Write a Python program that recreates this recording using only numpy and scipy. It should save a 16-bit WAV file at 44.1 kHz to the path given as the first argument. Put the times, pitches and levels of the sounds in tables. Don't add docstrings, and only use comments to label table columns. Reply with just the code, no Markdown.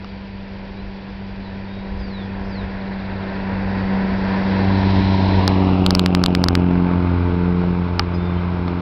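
import sys
import numpy as np
from scipy import signal
from scipy.fft import rfft, irfft, next_fast_len
from scipy.io import wavfile
from scipy.ndimage import uniform_filter1d

SR = 44100
rng = np.random.default_rng(int(sys.argv[2]) if len(sys.argv) > 2 else 0)


def wav_out(sig):
    wavfile.write(sys.argv[1], SR, np.round(np.clip(np.atleast_2d(sig).T, -1, 1) * 32767).astype(np.int16))


N = 388521
TIME = np.arange(N) / SR
CLOSEST_S, SPEED_M_S, ROAD_DISTANCE_M = 5.78, 17, 10
FULL_SCALE = .68

# (time [s], firing rate [Hz])
FIRING_RATE = [(0, 92.9), (1.9, 92.65), (4, 91.45), (4.75, 92), (5.05, 91.8), (5.8, 92.6), (7, 92.4),
               (7.2, 91.85), (7.65, 92.6), (7.95, 92.15), (8.81, 92.4)]
# (time [s], base level [dB])
ENGINE_LEVEL = [(0, -36), (1, -35), (2.3, -30.5), (3.25, -28.5), (3.9, -24.5), (4.75, -18), (6.7, -17.5),
                (7.65, -19.5), (8.2, -22.5), (8.81, -24)]
# (multiple of firing rate, ahead [dB], abreast [dB], behind [dB], tailpipe lift [dB])
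ENGINE_PARTIALS = [(1, -7, 0, -6.5, 0), (2, 1, -.5, 1.5, -1.5), (3, -20, -9, -11, 7),
                   (3.5, -24.5, -22.5, -26, 4.5), (4, -15, -13.5, -11, -1), (5, -17.5, -22, -15, -3.5),
                   (6, -21.5, -23, -28, 1.5), (7, -26.5, -23.5, -26, 1), (8, -24, -28.5, -31.5, 3.5),
                   (10, -24, -21.5, -23, 2)]
# (time [s], half length [s], fundamental [dB], octave [dB])
ENGINE_SWAYS = [(1.22, .15, 3.5, 1), (3.15, .12, 5, -0.5), (3.623, .22, 7.5, 2), (3.973, 0.12, -6, 3.5),
                (5.35, 0.13, 1.5, -1.5), (6.52, .11, 6, -3.5), (7.184, 0.18, 7.5, -7),
                (7.98, 0.12, 1.5, -6.5), (8.401, 0.67, 6, -2)]
# (time [s], crest width at full scale [ms], gap in the overload chatter [ms])
EXHAUST_CRESTS = [(5.4787, .27, 0), (5.8640, .36, .18), (5.9075, .27, 0), (5.9512, .46, 0),
                  (5.9949, .36, .18), (6.0614, .12, 0), (6.1501, .12, 0), (6.2391, .27, 0),
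                  (6.2616, .36, .18), (6.3510, .12, 0), (6.4406, .27, 0), (6.4854, .27, 0),
                  (6.5533, .12, 0)]
# (time [s], base level [dB])
ROAR_LEVEL = [(0.0, -44), (1.45, -42.5), (4.6, -27), (5.5, -25.5), (5.61, -27), (7.9, -33)]
# (frequency [Hz], relative level [dB])
ROAR_AHEAD = [(20, -11.5), (80, 3.5), (140, 1.5), (300, 1), (450, -2), (620, 0), (780, -2), (940, 2.5),
              (1400, -4.5), (1800, -4.5), (2400, -12.5), (2750, -15), (2950, -23.5), (4000, -30)]
ROAR_ABREAST = [(20, -9.5), (80, 7.5), (140, 0.5), (320, 5.5), (480, -5.5), (720, 0.5), (950, 5.5),
                (1250, -5.5), (1500, -8.5), (1850, -9.5), (2300, -10.5), (2800, -15), (3500, -28.5)]
ROAR_JUST_PAST = [(20, -12.5), (80, -0.5), (140, 6.5), (320, 7.5), (500, 2), (780, 5), (1000, -2.5),
                  (1400, -4), (1900, -15), (2700, -10.5), (3050, -16.5), (3500, -32.5)]
ROAR_BEHIND = [(20, -6), (80, 5), (140, 6.5), (320, 1.5), (500, -1), (700, -3), (950, 1.5), (1250, -3),
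               (1480, -2.5), (1900, -6.5), (2450, -12), (3100, -21.5), (4000, -23.5)]
# (frequency [Hz], relative level [dB])
HISS_COLOUR = [(1800, -26.5), (2950, -3), (3300, 2), (3650, 0), (3980, 1.5), (4300, -2.5), (4600, -4),
               (5100, -3), (5450, -3), (5700, -29)]
# (centre [Hz], relative level [dB])
HISS_BRIGHT_BANDS = [(4580, -6), (4020, -2), (2850, -2)]
# (time [s], length [s], start [Hz], middle [Hz], end [Hz], level [dB])
BIRD_WHISTLES = [(.08, .06, 4850, 4680, 4600, -53), (.76, .07, 3750, 3980, 4200, -51),
                 (1.42, .08, 4200, 3980, 3800, -53), (1.65, .21, 3620, 3780, 3730, -51.5),
                 (1.98, .14, 5250, 4680, 4600, -47.5), (2.08, .2, 4600, 3750, 3250, -45),
                 (2.43, .05, 4850, 5200, 5550, -54), (2.47, .19, 5550, 4280, 3250, -45),
                 (8.135, .035, 4950, 5000, 4900, -44.5), (8.14, .22, 3530, 3590, 3500, -47),
                 (8.245, .03, 4950, 4750, 4550, -51), (8.365, .04, 3100, 3130, 3230, -46)]
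# (time [s], strength [dB])
CAMERA_TAPS = [(.045, -33), (7.9948, -9), (8.6799, -27)]
# (frequency [Hz], time to fall 60 dB [s], relative level [dB])
CAMERA_MODES = [(378, .03, -13.5), (807, .04, -3.5), (1190, .03, -1), (1300, 0.017, -0.5),
                (1640, 0.022, -9), (2840, 0.014, -5), (3570, 0.013, -5), (4400, .006, -9),
                (5270, .006, -1.5)]
# (frequency [Hz], relative level [dB])
BREEZE_COLOUR = [(10, -10), (25, -3.5), (52, 2.5), (75, -3), (120, -13.5), (300, -35.5)]
# (time [s], half length [s], rise [dB])
BREEZE_GUSTS = [(.78, 0.054, 7), (1.98, 0.083, 12), (2.426, .06, 7), (2.66, 0.07, 8)]
# (frequency [Hz], relative level [dB])
COUNTRY_COLOUR = [(20, -5), (100, 2.5), (300, -0.5), (500, 0.5), (700, -11), (1500, -22.5), (2400, -6),
                  (3000, -14), (4000, -29.5)]


def engine(angle, behind, tailpipe, waver_db=1.67):
    abreast, leaving = turn(4.61, .11), turn(5.91, .34)
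    in_line = swell(6.59, .65)
    sway = {1: sum(db * swell(s, half) for s, half, db, _ in ENGINE_SWAYS),
            2: sum(db * swell(s, half) for s, half, _, db in ENGINE_SWAYS)}
    sway[1] += 2.4 * (1 - abreast) * walk(7)
    front_phase = (1 - behind) * np.pi
    base_db, note = curve(ENGINE_LEVEL), np.zeros(N)
    for k, ahead_db, abreast_db, behind_db, lift_db in ENGINE_PARTIALS:
        side_db = ahead_db + abreast * (abreast_db - ahead_db) + leaving * (behind_db - abreast_db)
        sway_db = sway[k] if k in sway else waver_db * walk(3.6)
        gain = np.sqrt(2) * undb(base_db + side_db + lift_db * in_line + sway_db)
        note += gain * np.cos(k * angle + front_phase * (1 - k / 2))
    limp = (.053 * behind + .16 * tailpipe) * np.cos(angle / 2)
    return note * (1 + limp + .1 * walk(90))


def firing_count():
    along_m = SPEED_M_S * (TIME - CLOSEST_S)
    receding_m_s = SPEED_M_S * along_m / np.hypot(along_m, ROAD_DISTANCE_M)
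    heard_hz = curve(FIRING_RATE) / (1 + receding_m_s / 343)
    count = np.cumsum(heard_hz * (1 + .00096 * walk(20))) / SR
    beat_times = np.array(EXHAUST_CRESTS)[:, 0]
    lead = np.unwrap(np.interp(beat_times, TIME, count) % 2, period=2)
    return count - np.interp(TIME, beat_times, lead)


def hard_beats(pressure, crest_ms=.27):
    out = pressure / (1 + np.abs(pressure / FULL_SCALE) ** 8) ** (1 / 8)
    for s, over_ms, chatter_gap_ms in EXHAUST_CRESTS:
        near = np.abs(TIME - s) < .005
        ms = 1000 * (TIME[near] - s)
        crest = np.exp(((over_ms / 2) ** 2 - ms ** 2) / (2 * crest_ms ** 2))
        crest = np.where(np.abs(ms) < chatter_gap_ms / 2, .99, crest)
        out[near] += np.minimum(crest, 1) * (FULL_SCALE * np.maximum(crest, 1) - out[near])
    return out


def road_noise(angle, behind, tailpipe):
    abreast, past, gone = turn(4.72, .25), turn(5.6, .24), turn(6.7, .22)
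    shares = [1 - abreast, abreast * (1 - past), past * (1 - gone), gone]
    colours = [ROAR_AHEAD, ROAR_ABREAST, ROAR_JUST_PAST, ROAR_BEHIND]
    roar = sum(np.sqrt(share) * noise(colour, band_hz=(520, 1600))
               for colour, share in zip(colours, shares))
    roar_db = curve(ROAR_LEVEL) + 1.5 - 1.93 * past + .7 * walk(25)
    roar = road_bounce(roar, past) * undb(roar_db)
    puffs = np.exp(4.5 * (np.cos(angle) - 1)) * (1 + .7 * np.cos(angle / 2))
    pulsing = 1 + (.15 * behind + 1.1 * tailpipe) * (puffs - .27)
    return (roar + tread_hiss(shares)) * pulsing


def road_bounce(roar, past, ahead_hz=1190, behind_hz=1812, width_hz=330, depth=.68):
    hz, times, frames = signal.stft(roar, SR, nperseg=1024)
    centre_hz = np.interp(times, TIME, ahead_hz + past * (behind_hz - ahead_hz))
    offset = (hz[:, None] - centre_hz) / (width_hz / 2)
    return signal.istft(frames * (1 - depth / (1 + offset ** 2)), SR)[1][:N]


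def tread_hiss(side_shares, peak_s=5.264, rise_s=.92, fall_s=.45, beam_db=-38, floor_db=-53):
    off_beam = (TIME - peak_s) / np.where(TIME < peak_s, rise_s, fall_s)
    beam = np.hypot(undb(beam_db) / (1 + off_beam ** 2), undb(floor_db))
    bands = sum(np.sqrt(share) * undb(db) * noise([(.82 * hz, -25), (hz, 0), (1.22 * hz, -25)])
                for (hz, db), share in zip(HISS_BRIGHT_BANDS, side_shares))
    return (noise(HISS_COLOUR) + bands) * beam * undb(.8 * walk(40))


def birds(trill_at_s=2.809, chips=11, chips_per_s=16.9, scatter_t60_s=.56):
    calls = np.zeros(N)
    for s, length_s, *pitches_hz, db in BIRD_WHISTLES:
        add(calls, s, whistle(length_s, pitches_hz, db))
    for k in range(chips):
        add(calls, trill_at_s + k / chips_per_s, whistle(.022, pitches_hz=(4550, 3300), db=-47.5))
    t = TIME[:SR // 2]
    scatter = rng.standard_normal(len(t)) * undb(-60 * t / scatter_t60_s)
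    return calls + undb(-10) * signal.fftconvolve(calls, scatter / np.linalg.norm(scatter))[:N]


def whistle(length_s, pitches_hz, db, waver=.007, flutter_db=1.8):
    u = np.linspace(0, 1, int(length_s * SR))
    bend, flutter = (np.interp(u, np.linspace(0, 1, 20), row) for row in rng.standard_normal((2, 20)))
    glide = np.polyfit(np.linspace(0, 1, len(pitches_hz)), pitches_hz, len(pitches_hz) - 1)
    hz = np.polyval(glide, u) * (1 + waver * bend)
    envelope = np.sqrt(2) * undb(db + flutter_db * flutter) * np.sin(np.pi * u)
    return envelope * np.sin(2 * np.pi * np.cumsum(hz) / SR)


def camera_clicks(contact_s=.0026):
    out, t = np.zeros(N), TIME[:SR // 10]
    ring = sum(undb(db - 60 * t / t60) * np.sin(2 * np.pi * hz * t) for hz, t60, db in CAMERA_MODES)
    for s, db in CAMERA_TAPS:
        scrape = signal.resample_poly(rng.standard_normal(len(t) // 4), 4, 1)[:int(contact_s * SR)]
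        scrape /= np.sqrt(np.mean(scrape ** 2))
        add(out, s, undb(db - 7) * scrape)
        add(out, s, undb(db) * ring)
    return out


def breeze(calm_db=-38.5, swell_db=7.5):
    gusts_db = sum(db * swell(s, half) for s, half, db in BREEZE_GUSTS)
    return noise(BREEZE_COLOUR) * undb(calm_db + swell_db * swell(5.7, 2.9) + gusts_db)


def countryside(level_db=-43.5):
    return undb(level_db) * noise(COUNTRY_COLOUR)


def noise(colour, band_hz=(0, SR)):
    size = next_fast_len(N)
    f = np.arange(size // 2 + 1) * SR / size
    hz, db = np.transpose(colour)
    gain = undb(np.interp(np.log(f + 1), np.log(hz), db)) / np.maximum(f / hz[-1], 1) ** 4
    band_power = np.sum(gain[(f > band_hz[0]) & (f < band_hz[1])] ** 2) / len(f)
    return irfft(rfft(rng.standard_normal(size)) * gain, size)[:N] / np.sqrt(band_power)


def walk(rate_hz):
    hold = int(SR / rate_hz)
    steps = np.repeat(rng.standard_normal(N // hold + 1), hold)
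    return 1.3 * uniform_filter1d(uniform_filter1d(steps, hold), hold)[:N]


def turn(at_s, over_s):
    return .5 + .5 * np.tanh((TIME - at_s) / over_s)


def swell(at_s, half_s):
    return np.exp(-((TIME - at_s) / half_s) ** 2)


def curve(table):
    return np.interp(TIME, *np.transpose(table))


def undb(db):
    return np.exp(np.asarray(db) * (np.log(10) / 20))


def add(out, at_s, sound):
    i = max(int(at_s * SR), 0)
    out[i:i + len(sound)] += sound[:N - i]


def scene():
    angle = 2 * np.pi * firing_count()
    behind = turn(5.45, .34)
    tailpipe = swell(6.4, .52)
    vehicle = engine(angle, behind, tailpipe) + road_noise(angle, behind, tailpipe)
    outdoors = birds() + breeze() + countryside()
    return (hard_beats(vehicle + outdoors) + camera_clicks())[None]


def record(dry, bandwidth_hz=5450, output_rail=.71, top_hz=16800):
    x = dry[0, ::4]
    index = np.arange(len(x))
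    last_in_range = np.maximum.accumulate(np.where(np.abs(x) > FULL_SCALE, 0, index))
    x = np.where((index - last_in_range) % 2 == 1, -np.sign(x) * FULL_SCALE, x)
    smoothing = signal.firwin(97, bandwidth_hz, window=("kaiser", 8), fs=SR)
    x = signal.resample_poly(x, 4, 1, window=smoothing)[:N]
    x = np.clip(x, -output_rail, output_rail)
    x *= np.minimum((TIME[-1] - TIME) / .004, 1)
    lowpass = signal.ellip(8, .2, 70, top_hz, fs=SR, output="sos")
    return signal.sosfilt(lowpass, x)[None]


dry = scene()
out = record(dry)
wav_out(out)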